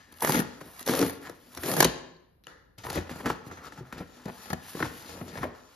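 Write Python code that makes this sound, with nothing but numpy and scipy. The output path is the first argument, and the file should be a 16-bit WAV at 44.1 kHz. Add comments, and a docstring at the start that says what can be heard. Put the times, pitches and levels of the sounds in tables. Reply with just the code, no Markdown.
"""A bare room, over a table top: hands open a cardboard mailer close to a microphone with two ports.
They tear off its strip in three pulls, put the strip aside, fold the flap back and slide a box out.
Streams of random fibre snaps drive panel and board resonances and coloured scratch; creases give as
short bursts of splinters, bent patches pop as fading sines, and the whole parcel heaves as low swings.
Decaying noise makes the room's echo, over quiet air; a faint narrow tone sounds before the first pull."""
import sys
import numpy as np
from scipy import signal
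from scipy.fft import rfft, irfft, next_fast_len
from scipy.io import wavfile
from scipy.ndimage import uniform_filter1d

SR = 44100
rng = np.random.default_rng(int(sys.argv[2]) if len(sys.argv) > 2 else 0)


def generate_wav(signal):
    """Clip the signal to [-1, 1] and save it as 16-bit WAV at the path in sys.argv[1]."""
    frames = np.transpose(np.atleast_2d(signal))
    scaled = np.clip(frames, -1, 1) * 32767
    pcm = np.round(scaled).astype(np.int16)
    wavfile.write(sys.argv[1], SR, pcm)


N = 253575  # samples


def undb(db):
    """Amplitude factor for a level in dB."""
    return 10 ** (np.asarray(db) / 20)


def unit(x):
    """Scale to an rms of 1."""
    return x / np.sqrt(np.mean(x ** 2))


def unit_peak(x):
    """Scale to a highest value of 1."""
    return x / x.max()


def on_log(hz, table):
    """Read (f/Hz, value) points on a log-frequency axis."""
    points = np.array(table, float)
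    return np.interp(np.log(hz + 1), np.log(points[:, 0] + 1), points[:, 1])


def colour(x, table, size=4096):
    """Causal filter with the given (f/Hz, level/dB) shape, from the folded cepstrum; power gain 1."""
    gain = undb(on_log(np.fft.rfftfreq(size, 1 / SR), table))
    cepstrum = irfft(np.log(gain))
    cepstrum[1:size // 2] *= 2
    cepstrum[size // 2 + 1:] = 0
    impulse = irfft(np.exp(rfft(cepstrum)))
    return signal.fftconvolve(x, impulse / np.sqrt(np.sum(impulse ** 2)))[:len(x)]


def butter(x, order, hz, kind):
    """Butterworth filter of the given kind."""
    return signal.sosfilt(signal.butter(order, hz, kind, fs=SR, output="sos"), x)


def walk(rate):
    """Random values, each held 1 / rate s, then smoothed twice over that time; rms 1."""
    hold = int(SR / rate)
    steps = np.repeat(rng.standard_normal(N // hold + 1), hold)
    return unit(uniform_filter1d(uniform_filter1d(steps, hold), hold)[:N])


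def ring(push, modes, spot_db):
    """The push rings each mode; the point of contact wanders, so each mode's share does too."""
    out, power = 0, 0
    for hz, db, t60 in modes:
        radius = np.exp(-np.log(1000) / (t60 * SR))
        poles = [1, -2 * radius * np.cos(2 * np.pi * hz / SR), radius ** 2]
        drifting_push = push * undb(spot_db * walk(30))
        out = out + undb(db) * signal.lfilter([.5, 0, -.5], poles, drifting_push)
        power += undb(2 * db) / (2 * (1 - radius ** 2))
    return out / np.sqrt(power)  # power gain near 1


# Quiet room air: f/Hz, relative density level/dB per Hz
AIR_SHAPE = [(18, -33.5), (45, 16.5), (439, -4.5), (1740, -20.5), (2350, -25), (5250, -34.5), (6410, -50),
             (12000, -19.5), (15600, -61), (22000, -120)]
AIR_DB = -66  # rms of each stream


def quiet_air():
    """Steady coloured noise, the quiet of the room."""
    return undb(AIR_DB) * unit(colour(rng.standard_normal(N), AIR_SHAPE))


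WHISTLE_HZ, WHISTLE_WIDTH_HZ, WHISTLE_DB, WHISTLE_ENDS_S = 1760, 155, -63.5, 0.21


def whistle():
    """A faint breathy tone, narrow-band noise, that fades out just before the first pull."""
    b, a = signal.iirpeak(WHISTLE_HZ, WHISTLE_HZ / WHISTLE_WIDTH_HZ, fs=SR)
    fade = np.clip((WHISTLE_ENDS_S - np.arange(N) / SR) / 0.03, 0, 1)
    return undb(WHISTLE_DB) * fade * unit(signal.lfilter(b, a, rng.standard_normal(N)))


# High panel modes of the cardboard: f/Hz, relative level/dB, t60/s
PANEL_MODES = [(750, -3.5, 0.023), (873, 1, 0.03), (1025, 9, 0.012), (1336, 18.5, 0.0072),
               (1695, 12, 0.012), (1840, -5, 0.014)]
# Board and the air inside it: f/Hz, relative level/dB, t60/s
BOARD_MODES = [(87, -12.5, 0.29), (126, -16, 0.042), (163.5, 7.5, 0.065), (196, -3, 0.22),
               (245.7, 5, 0.098), (288, 11, 0.029), (353, 0, 0.06), (410, -4, 0.074), (459, 6, 0.039),
               (525, -18, 0.037)]
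# Spectrum of bare scratching: f/Hz, relative level/dB
SCRATCH_SHAPE = [(600, -32), (1800, -3), (2600, 2.5), (4500, 1.5), (7000, -2), (8300, -1), (9500, -30.5)]
# Spectrum of the fizz above it: f/Hz, relative level/dB
FIZZ_SHAPE = [(7500, -45.5), (8600, -2), (10000, 1.5), (12000, 0.5), (13500, -5), (15000, -4),
              (16500, -24.5)]
# the board radiates little below, and is too lossy to ring above
BOARD_LOW_HZ, BOARD_TOP_HZ = 104, 2780


def parcel(rattle, board, scratch, fizz, spot_db):
    """What the cardboard makes of four pushes: panel modes, board modes, bare scratch and fizz."""
    modes = ring(rattle, PANEL_MODES, spot_db) + ring(board, BOARD_MODES, spot_db)
    modes = butter(modes, 2, [BOARD_LOW_HZ, BOARD_TOP_HZ], "band")
    return modes + colour(scratch, SCRATCH_SHAPE) + colour(fizz, FIZZ_SHAPE)


def fibres(rate, spread_db):
    """Fibres snap at random moments, rate per second; most are tiny, a few are large."""
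    chance, side, size = rng.random((3, N))
    snaps = (chance < rate / SR) * np.sign(side - .5)
    return unit(snaps * undb(-spread_db * np.log(1 - size)))


def jerks(rate, hold_s):
    """Stick and slip: sudden releases of random size that die away; mean 0, spread 1."""
    chance, size = rng.random((2, N))
    releases = (chance < rate / SR) * -np.log(1 - size)
    slip = signal.lfilter([1], [1, -np.exp(-1 / (hold_s * SR))], releases)
    return (slip - slip.mean()) / slip.std()


HOLD_S = 0.011  # a spell keeps its last level this long


def levels(spells, mix_db):
    """Levels of panel, board, scratch and fizz over time; silence outside the spells."""
    t = np.arange(N) / SR
    db = np.full((4, N), -200.)
    for rows in spells:
        s, *layers = np.transpose(rows)
        on = (t >= s[0]) & (t < s[-1] + HOLD_S)
        db[:, on] = np.array([np.interp(t[on], s, layer) for layer in layers]) + np.c_[list(mix_db)]
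    return db


# Hands rub the board: before and between the pulls, on the flap, reaching in, sliding the box out.
# Per spell: t/s, then panel rattle, board ring, scratch and fizz level/dB, before RUB_MIX
RUB_SPELLS = [
    [(0.0, -63, -58, -62, -68), (0.026, -60, -60, -63, -71), (0.04, -60, -71, -63, -69),
     (0.074, -59, -64, -68, -73), (0.086, -69, -52.5, -67, -69), (0.116, -63, -58, -65, -71),
     (0.124, -60, -55, -60, -50), (0.136, -61, -58, -67, -73), (0.172, -63, -54, -58, -51),
     (0.184, -61, -69, -65, -61), (0.2, -52, -64, -55, -52), (0.209, -50, -62, -52, -43)],
    [(0.42, -32, -42, -46, -46), (0.434, -53, -40, -61, -71), (0.482, -57, -50, -58, -68),
     (0.602, -55, -64, -62, -65), (0.612, -41, -55, -52, -55), (0.624, -59, -48, -55.5, -63),
     (0.668, -51, -48, -58, -55.5), (0.776, -51, -63, -55.5, -52.5), (0.808, -44, -56, -49, -39.5),
     (0.846, -55, -56, -59, -66), (0.852, -54, -56, -58, -53)],
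    [(1.12, -50, -54, -52, -49), (1.204, -65, -60, -67, -66), (1.228, -50, -47, -56, -52),
     (1.268, -43, -57, -49.5, -54.5), (1.306, -56, -47, -62, -61), (1.338, -61, -58, -65, -67),
     (1.472, -65, -54.5, -60.5, -63.5), (1.56, -55.5, -56, -55, -56), (1.578, -46, -28.5, -40.5, -47),
     (1.588, -45, -39, -57, -57), (1.62, -52, -49, -50, -43)],
    [(2.777, -74, -51.5, -76, -81.5), (2.781, -62, -49.5, -59, -64), (2.787, -55, -47, -48, -61.5),
     (2.799, -52.5, -54, -56, -66), (2.826, -60.5, -55, -58, -62)],
    [(2.836, -44, -55, -44.5, -66), (2.854, -41.5, -32.5, -49, -46.5), (2.892, -38.5, -34.5, -53, -51),
     (2.902, -40, -40, -37.5, -42), (2.912, -46, -38, -51, -53), (2.942, -37, -38, -44, -48),
     (2.958, -38, -25.5, -41, -42.5), (2.976, -34, -22.5, -44.5, -52), (3.052, -53, -62, -63, -69),
     (3.078, -44, -48, -59, -66), (3.083, -56, -55, -60, -67)],
    [(3.093, -48, -46, -50, -62), (3.099, -44, -40, -51, -53), (3.117, -45.5, -35.5, -50.5, -56),
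     (3.147, -49, -55, -54, -58), (3.163, -49, -44, -55, -57), (3.193, -48, -41, -56, -56),
     (3.201, -38, -42, -56, -56), (3.233, -55, -44, -60, -62), (3.248, -40, -36, -57, -57)],
    [(3.258, -25, -36, -42, -50), (3.264, -28, -23, -40, -41), (3.276, -35, -27, -47, -51),
     (3.294, -38, -53, -42, -47), (3.304, -20, -23, -41.5, -46), (3.32, -49, -33, -48, -51),
     (3.35, -59, -52, -58.5, -62), (3.432, -71, -48.5, -69, -78), (3.476, -54, -45, -57, -57),
     (3.502, -52, -44, -66, -69)],
    [(3.512, -48, -36, -52, -72), (3.558, -49, -50, -58, -64), (3.612, -53, -49.5, -63.5, -73),
     (3.656, -47, -48.5, -50.5, -58), (3.716, -54, -52, -64, -72), (3.724, -57, -43.5, -51, -59),
     (3.75, -52, -50, -60, -69), (3.79, -47, -45, -56, -65), (3.836, -61, -46, -72, -79),
     (3.868, -54, -49.5, -63, -67), (3.915, -52.5, -61, -66, -69)],
    [(3.925, -33, -49, -43.5, -46), (3.933, -41.5, -44, -53.5, -56), (3.967, -53, -43.5, -63, -69),
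     (3.989, -42.5, -45, -47.5, -64), (4.005, -51, -38, -54.5, -58), (4.029, -43, -41, -61, -69),
     (4.059, -61, -66, -62.5, -73), (4.133, -60.5, -58, -61, -69), (4.171, -51.5, -54, -59, -65),
     (4.241, -51.5, -58, -62, -66), (4.245, -52, -61, -58, -61)],
    [(4.255, -42, -35, -50, -58), (4.273, -49, -46, -61, -65), (4.285, -40, -38, -54, -58),
     (4.299, -56, -35.5, -60, -63), (4.323, -56, -57, -56.5, -59), (4.371, -53.5, -59, -55.5, -58),
     (4.399, -52, -54, -53, -58), (4.445, -51.5, -61, -51, -53), (4.457, -54, -45, -51, -56),
     (4.492, -50, -52, -53, -53)],
    [(4.502, -48, -35, -41, -52), (4.504, -31, -35, -44, -49), (4.521, -53, -39, -54, -50)],
    [(4.531, -34, -22, -48, -33), (4.541, -57, -29, -59, -62), (4.561, -60, -61, -61, -64),
     (4.611, -59, -54, -58.5, -63), (4.647, -51.5, -56, -51.5, -54), (4.709, -47, -59, -48, -50),
     (4.737, -48, -51, -48, -50), (4.749, -55, -44, -50, -52), (4.792, -46, -41, -45.5, -47)],
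    [(4.802, -34, -18.5, -44, -47), (4.815, -44, -28.5, -46, -45)],
    [(4.825, -26, -42, -38, -46), (4.829, -24.5, -35, -47, -47), (4.837, -45, -33, -45, -48),
     (4.853, -34.5, -34, -46.5, -47), (4.917, -71, -49, -55, -56.5), (5.019, -53, -49, -52.5, -55.5),
     (5.117, -45, -41, -47, -51), (5.173, -55, -41.5, -55, -54), (5.2, -46, -44, -53.5, -55)],
    [(5.21, -47, -40.5, -52, -55), (5.216, -51, -36, -59, -54), (5.234, -57, -44, -61, -54),
     (5.274, -49, -42, -55, -55), (5.288, -56.5, -41.5, -49.5, -56), (5.322, -47, -44.5, -57.5, -57),
     (5.368, -39, -36, -51, -53), (5.376, -34, -45, -43, -55), (5.386, -35, -32.5, -56, -56),
     (5.394, -51, -34.5, -56, -55), (5.421, -37.5, -44, -50, -55)],
    [(5.431, -36, -41, -46, -59), (5.441, -24.5, -25, -50, -59), (5.455, -40.5, -35, -59, -58),
     (5.479, -66, -37.5, -66, -69), (5.527, -61, -45, -70, -80), (5.559, -54, -59, -63, -66),
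     (5.631, -60.5, -65, -66, -70), (5.691, -62, -54.5, -62, -67), (5.737, -58, -78, -61, -68),
     (5.75, -57, -63, -60, -66)],
]
# Three pulls on the tear strip, then its end rips free; same columns, before PULL_MIX
PULL_SPELLS = [
    [(0.219, -58, -62, -46, -33), (0.228, -25, -22.5, -40, -28), (0.29, -32, -29, -35.5, -33.5),
     (0.294, -28, -16, -37, -23.5), (0.316, -36, -40, -39, -37), (0.322, -30, -24.5, -38, -34),
     (0.35, -26, -21.5, -35, -32.5), (0.398, -34, -19, -39, -37), (0.42, -53, -40, -62, -49)],
    [(0.86, -50, -47.5, -60, -41), (0.866, -31, -33, -45, -30), (0.886, -38.5, -31.5, -36, -39),
     (0.918, -34.5, -28, -36, -32), (0.948, -48, -23.5, -38, -39), (0.968, -35, -29.5, -41.5, -31),
     (1.02, -38, -21, -40, -36.5), (1.108, -38.5, -45.5, -52.5, -42), (1.12, -54, -43.5, -60, -79)],
    [(1.625, -50.5, -41, -48, -54), (1.637, -37.5, -29, -45, -48), (1.661, -44, -28, -35.5, -37.5),
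     (1.693, -36.5, -22.5, -36.5, -34), (1.761, -43.5, -33.5, -41, -42), (1.767, -36.5, -27.5, -39, -37.5),
     (1.793, -32.5, -25, -35, -32), (1.797, -28, -21, -36, -35)],
    [(1.797, -29, -20, -35, -35.5), (1.803, -18, -20, -26.5, -29.5), (1.817, -32, -23, -37.5, -42),
     (1.829, -8.5, -21, -19, -25), (1.837, -24.5, -27.5, -38.5, -41.5), (1.847, -22, -29.5, -19.5, -31),
     (1.865, -31.5, -23.5, -42.5, -49.5)],
]
# Trims for panel, board, scratch, fizz: level/dB
RUB_MIX = (-7, -7, 0, -0.5)
PULL_MIX = (-8.5, -5.5, -0.5, -0.5)
# Corrugations crush: f/Hz, relative level/dB
CRUNCH_SHAPE = [(300, -22), (600, -0.5), (1100, 0), (1700, -5), (2600, -24)]
# Table top under rubbing hands: f/Hz, relative level/dB
RUMBLE_SHAPE = [(20, -17.5), (50, -5.5), (90, 4.5), (160, -25), (400, -60)]
CRUNCH_DB, RUMBLE_DB = -8.5, -6.5  # re panel rattle, re board ring of the rubs
SLIDE_JERK_DB, TEAR_JERK_DB, TEAR_FROM_DB = 1.5, 2, -43.5
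WANDER_DB = 1.5  # the rubbed spot moves, so each layer's share drifts
RUB_SOFT_HZ = 1120  # skin and box slide softly and stir the high panel modes less


def handling():
    """Tearing and rubbing: streams of snaps rattle, ring, scratch and fizz; the harder, the jerkier."""
    rub_db = levels(RUB_SPELLS, RUB_MIX)
    pull_db = levels(PULL_SPELLS, PULL_MIX)
    db = np.maximum(pull_db, rub_db)
    jerk_db = np.interp(db[0], [TEAR_FROM_DB, TEAR_FROM_DB + 13.5], [SLIDE_JERK_DB, TEAR_JERK_DB])
    slip = np.clip(jerks(110.0, 0.0062), -2, 2)

    fine = fibres(6000., 1.3)  # drives both scratch and fizz
    hard_rattle = fibres(1500., 1.2)
    soft_rattle = undb(-5.0) * unit(butter(hard_rattle, 1, RUB_SOFT_HZ, "low"))
    rattle = np.where(pull_db[0] > rub_db[0], hard_rattle, soft_rattle)
    snaps = np.array([rattle, fibres(1000., 1.0), fine, fine])
    snaps = snaps * undb(WANDER_DB * np.array([walk(12.) for _ in snaps]))
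    # a fixed cut that grows with jerk size offsets the level the jerks add
    jerky_db = db + jerk_db * slip - 0.81 * jerk_db ** 2
    board = parcel(*snaps * undb(jerky_db), spot_db=3.5)

    crunch_db = db[0] + CRUNCH_DB + 2.0 * walk(40.)
    crunch = colour(fibres(700., 2.0) * undb(crunch_db), CRUNCH_SHAPE)
    rumble = colour(rng.standard_normal(N) * undb(rub_db[1] + RUMBLE_DB), RUMBLE_SHAPE)
    return board + crunch + rumble


SPLIT_S, SHAKE_S = 0.00049, 0.0043  # attack of the splinters, decay of the board's shake
DULL_S = 0.00038  # a knock's decay is this much longer for each 10 dB less treble


def splinters(table, mix_db, decay_s, snap):
    """Each crease gives as a few milliseconds of splinters; the board goes on shaking a little longer."""
    push = np.zeros((4, N))
    t = np.arange(1200) / SR
    slow = (1 - np.exp(-t / 0.0019)) * np.exp(-t / SHAKE_S)
    for s, db, board_db, treble_db in table:
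        dull_decay_s = decay_s + DULL_S * max(-treble_db / 10, 0)
        sharp = (1 - np.exp(-t / SPLIT_S)) * np.exp(-t / dull_decay_s)
        grit, shake = np.sign(rng.standard_normal((2, len(t)))) * [sharp, slow]
        grit[int(SPLIT_S * SR)] = snap  # the first fibre to go, re the splinters
        layer_db = db + np.array([0, board_db, treble_db, treble_db])
        i = int(s * SR)
        push[:, i:i + len(t)] += undb(layer_db)[:, None] * [grit, shake, grit, grit]
    return parcel(*push * undb(mix_db)[:, None], spot_db=-0.5)


# Creases and snaps: t/s, knock drive level/dB before CRACK_MIX, board ring and treble level/dB re knock
CREASES = [(0.124, -49.5, -3, -1), (0.14, -55, -12, 3), (0.159, -57, -12, -5), (0.173, -59, -10, -1),
           (0.185, -49, -6, 0), (0.206, -36, -10, 1), (0.223, -20, -13.5, -9), (0.235, -32, 0, -8),
           (0.247, -16.5, -25, -7.5), (0.273, -18, -9, -13), (0.294, -18.5, -4.5, -5.5),
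           (0.304, -19, -7, -9), (0.321, -19, -6, -4), (0.344, -23.5, 7, -5), (0.354, -21.5, -4, -6),
           (0.401, -25.5, -1.5, -5), (0.613, -35, 4.5, -20), (0.793, -34, -36, -5), (0.81, -33, -9, -9),
           (0.827, -44, -9, 5), (0.863, -34, -2, 3), (0.876, -29, 1, 3.5), (0.886, -16.5, -4.5, -10),
           (0.893, -25.5, 9, -3), (0.936, -21, 0, -8.5), (0.951, -31.5, 7, 4.5), (0.991, -28, 7, 4),
           (1.014, -25, 1, -1), (1.026, -20, 0, -11), (1.063, -28, 3.5, -4), (1.096, -27, -12, -9.5),
           (1.296, -34.5, 4.5, -8), (1.549, -39, -16, 0.5), (1.573, -31.5, -3, -4), (1.634, -23, -1, -7.5),
           (1.715, -22.5, -12, -4.5), (1.738, -22.5, -7, -5), (1.766, -21.5, 1.5, -5), (1.776, -30, 6, -13),
           (1.804, -4.5, -24, -6.5), (1.826, -4.5, -18, -13), (1.845, -17, -3, 3.5),
           (1.85, -12.5, -3, -9.5), (2.783, -51, -0.5, 5), (2.84, -34, -2, -21), (2.851, -35, 2, -15),
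           (2.867, -42, -8, 0), (2.901, -23, -5, -8), (2.929, -32, -18, -6), (2.957, -30, 3, -7),
           (2.974, -33, 11, -16), (3.071, -36, -8, -33), (3.093, -31.5, 0, -39), (3.111, -38, 8, -13),
           (3.158, -41, 10, -9), (3.202, -43, 0, -11), (3.258, -24, 5.5, -18), (3.266, -26.5, 0, -19),
           (3.274, -29, 0, -17), (3.301, -19, -5, -31), (3.464, -43, 6, -13), (3.512, -35, -8, -20),
           (3.523, -40, 3, -15), (3.64, -36, -20, -18), (3.722, -35.5, -19, -26), (3.776, -39, -7, -22),
           (3.925, -30, -11, -25), (3.98, -41, -5, -8), (4.256, -38, 3, -15), (4.283, -41, 6, -10),
           (4.502, -39.5, 2.5, 0), (4.531, -24.5, 0.5, -8), (4.748, -41.5, 12.5, -19), (4.769, -40, 11, -5),
           (4.794, -43, -20, -6), (4.802, -23, -13, -19), (4.826, -17.5, -19, -33), (4.854, -30, -3, -21),
           (5.094, -43, 4, -9), (5.212, -36, 7, -21), (5.281, -45, -1, -1), (5.355, -34.5, 3.5, -25),
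           (5.374, -36, 2, -18), (5.431, -28, 4, -15.5), (5.439, -31, 7, -16), (5.452, -47, -6, -22)]
# Trims for panel, board, scratch, fizz: level/dB
CRACK_MIX = (-3, 0, 2.5, 1.5)


def cracks():
    """Creases and snaps of the board, each a short burst of splinters."""
    return splinters(CREASES, CRACK_MIX, decay_s=0.002, snap=1.5)


def fading_sines(table):
    """Each is a sine that rises within a cycle and fades in a few."""
    out, t = np.zeros(N), np.arange(4000) / SR
    for s, db, hz, cycles in table:
        i = int(s * SR)
        rise = 1 - np.exp(-t * hz / 0.24)  # 0.24 cycles
        shape = rise * np.exp(-t * hz / max(cycles, .3))
        out[i:i + len(t)] += undb(db) * unit_peak(shape) * np.sin(2 * np.pi * hz * t)
    return out


# Bent patches of board: t/s, peak level/dB, f/Hz, cycles to fade
BENT_PATCHES = [(0.222, -19.5, 935, 3), (0.234, -25.5, 500, 0.89), (0.247, -15, 600, 0.86),
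                (0.295, -15, 860, 2.5), (0.306, -21, 423, 1.2), (0.325, -35, 239, 1.2),
                (0.346, -22, 268, 1.1), (0.356, -29, 290, 0.91), (0.362, -21, 246, 1.2),
                (0.401, -24.5, 242, 1.5), (0.876, -19.5, 533, 2.1), (0.939, -29, 280, 2.1),
                (1.015, -14.5, 289, 1.9), (1.026, -21, 289, 4.2), (1.804, -15, 305, 1.5),
                (1.827, -13, 455, 1.4), (1.849, -14, 384, 1.5), (2.851, -34, 800, 2.2),
                (2.868, -30, 970, 4.0), (2.886, -37, 890, 2.7), (2.906, -29, 850, 3.0),
                (2.929, -29, 775, 1.8), (2.976, -23.5, 266, 0.95), (2.985, -24.5, 324, 1.7),
                (3.258, -26, 251, 1.7), (3.259, -21, 1275, 2.4), (3.301, -22.5, 395, 1.2),
                (3.302, -25, 900, 1.9), (3.516, -40, 1300, 3.0), (3.786, -37, 157, 1.6),
                (3.808, -37.5, 143, 1), (3.809, -37.5, 360, 2.3), (3.928, -36.5, 230, 1.4),
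                (4.007, -31.5, 178, 1.55), (4.258, -30.5, 188.4, 1.8), (4.283, -42, 870, 3.3),
                (4.529, -25.5, 162, 0.9), (4.53, -23, 766, 2.2), (4.752, -35, 452, 2.0),
                (4.794, -32, 1114, 2.0), (4.804, -20.5, 383, 1.4), (4.826, -15.5, 1500, 2.2),
                (4.829, -22.5, 322, 2.9), (5.355, -39, 400, 1.2), (5.377, -35, 1000, 4.0),
                (5.411, -30, 138, 1.1), (5.431, -26, 1080, 4.1), (5.439, -26, 528, 2.8),
                (5.453, -26, 606, 2.7)]


def pops():
    """A bent patch of board pops in or out and rings at its own pitch."""
    return fading_sines(BENT_PATCHES)


# The whole parcel heaves: t/s, peak level/dB, f/Hz
HEAVES = [(1.852, -32.5, 122), (1.858, -34, 60.7), (2.779, -46.5, 108), (2.863, -40, 127), (2.97, -31, 69),
          (2.99, -43, 62), (3.112, -47, 116), (3.257, -43, 112), (3.302, -40, 124), (3.465, -45.5, 124),
          (3.779, -46, 124), (3.807, -40, 128), (3.928, -48, 61.7), (4.006, -49, 75.5),
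          (4.029, -49.5, 83.4), (4.254, -44.5, 114), (4.523, -56, 123), (4.796, -47, 122),
          (4.829, -35, 121), (5.204, -44, 98), (5.372, -43, 113), (5.428, -51, 78), (5.457, -50, 103)]


def thumps():
    """A soft low swing of the whole parcel that swells and dies in a few cycles."""
    out, t = np.zeros(N), np.arange(6000) / SR
    swell = unit_peak((1 - np.exp(-t / 0.013)) * np.exp(-t / 0.017))
    for s, db, hz in HEAVES:
        i = int(s * SR)
        out[i:i + len(t)] += undb(db) * swell * np.sin(2 * np.pi * hz * t)
    return out


# Stiff ends of the torn strip: t/s, peak level/dB, f/Hz, cycles to fade
STRIP_ENDS = [(2.166, -52.5, 4290, 8.5), (2.2497, -67.5, 3530, 8.1), (2.4435, -50, 4050, 7.4),
              (2.4435, -58, 5500, 10), (2.4695, -34, 2910, 4.6), (2.4688, -40.5, 6900, 9.8)]


def strip_pings():
    """The strip's stiff ends ping as high fading sines."""
    return fading_sines(STRIP_ENDS)


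# Torn strip put aside: t/s, knock drive level/dB before STRIP_MIX, board ring and treble level/dB re knock
STRIP_KNOCKS = [(2.438, -58.5, -3, 11.7), (2.469, -39, -3.5, 2.2)]
# Trims for panel, board, scratch, fizz: level/dB
STRIP_MIX = (10.5, 2, 3.5, 1)


def strip_ticks():
    """The torn strip ticks as it is put aside: splinters with a very short decay."""
    return splinters(STRIP_KNOCKS, STRIP_MIX, decay_s=0.0003, snap=1.53)


# Echo decay of the bare room: f/Hz, t60/s
ROOM_DECAY = [(60, 0.63), (250, 0.76), (1000, 0.7), (4000, 0.64), (8000, 0.49), (12000, 0.26)]
# What the room is fed: f/Hz, relative echo level/dB
ECHO_SHAPE = [(60, 1), (250, 1), (1000, 0.5), (3000, 3), (8000, -3), (14000, 0)]
ROOM_DB = -16


def room(x):
    """Dense echo of noise that fades at a rate set by frequency; a shared part and an unlike part."""
    f, t, noise = signal.stft(rng.standard_normal((2, SR)), SR, nperseg=512)
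    fade = undb(-60 * t / on_log(f, ROOM_DECAY)[:, None])
    tail = signal.istft(noise * fade, SR, nperseg=512)[1]
    # the walls are some metres off, so the echo builds over 11 ms
    tail = tail * np.clip(np.arange(tail.shape[1]) / SR / 0.011, 0, 1) ** 2
    tail = tail / np.sqrt(np.sum(tail[0] ** 2))
    return undb(ROOM_DB) * signal.fftconvolve(colour(x, ECHO_SHAPE)[None], tail, axes=1)[:, :N]


SCATTER_LOW_HZ = 420  # longer waves pass round the hands


def scatter(x, count=4):
    """Hands and table top scatter the sound for some milliseconds; the paths change as the hands move."""
    t = np.arange(1500) / SR
    x = butter(x, 2, SCATTER_LOW_HZ, "high")
    paths = rng.standard_normal((count, len(t))) * np.exp(-t / 0.0026)
    paths = paths / np.sqrt(count * np.sum(paths ** 2, axis=1, keepdims=True))
    return sum(signal.fftconvolve(x * walk(16.0), path)[:N] for path in paths)


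# Weight of the part unlike at the two ports: f/Hz, level/dB
APART_SHAPE = [(60, -12), (250, -3), (600, 3.5), (1400, 3.5), (3000, -1), (7000, 8.5), (8400, -33),
               (12000, -9), (15000, -18)]


def widen(shared, apart):
    """Left and right from a shared and an unlike part, the latter weighted by frequency."""
    weight = undb(on_log(np.fft.rfftfreq(N, 1 / SR), APART_SHAPE))
    apart = irfft(rfft(apart) * weight, N)
    return np.array([shared + apart, shared - apart])


def scene():
    """The close parcel in its room; the strip, further off, sends more of its ticks into the echo."""
    strip = strip_ticks()
    near = handling() + cracks() + pops() + strip_pings() + thumps() + whistle() + strip
    shared_echo, apart_echo = room(near + undb(13) * strip)
    apart = undb(-4.5) * apart_echo + undb(-9.0) * scatter(near) + quiet_air()
    return near + widen(shared_echo + quiet_air(), apart)


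# Phase between the microphone ports: f/Hz, radians by which left leads
PORT_LEAD = [(0, 0), (600, 0), (1550, 1.3), (1810, .3), (2840, 1.1), (4740, .1), (6550, -1.1), (7670, -2.4),
             (8300, -3.1), (9000, -3.8), (11100, -6), (13000, -6.5), (14600, -9.2), (16000, -9.4)]
# Level between the ports: f/Hz, left minus right level/dB
PORT_BALANCE = [(60, 1.0), (110, 1.5), (200, 1.5), (380, 3.0), (700, 1.0), (1290, 2.0), (2380, 2.5),
                (4400, 5.5), (8120, 0.5), (15000, 0.0)]
LOW_HZ, TOP_HZ = 36.8, 16300


def record(dry):
    """The two ports differ in lag and level by frequency; the deep bass falls away and the top is cut."""
    size = next_fast_len(N + 4096)
    hz = np.fft.rfftfreq(size, 1 / SR)
    # each port takes half of the difference
    half_lead = np.exp(.5j * np.interp(hz, *np.transpose(PORT_LEAD)))
    half = undb(on_log(hz, PORT_BALANCE) / 2) * half_lead
    ports = irfft(rfft(dry, size) * np.array([half, 1 / half]), size)[:, :N]
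    ports = butter(ports, 2, LOW_HZ, "high")
    return signal.sosfilt(signal.ellip(10, .2, 90, TOP_HZ, fs=SR, output="sos"), ports)


dry = scene()
out = record(dry)
generate_wav(out)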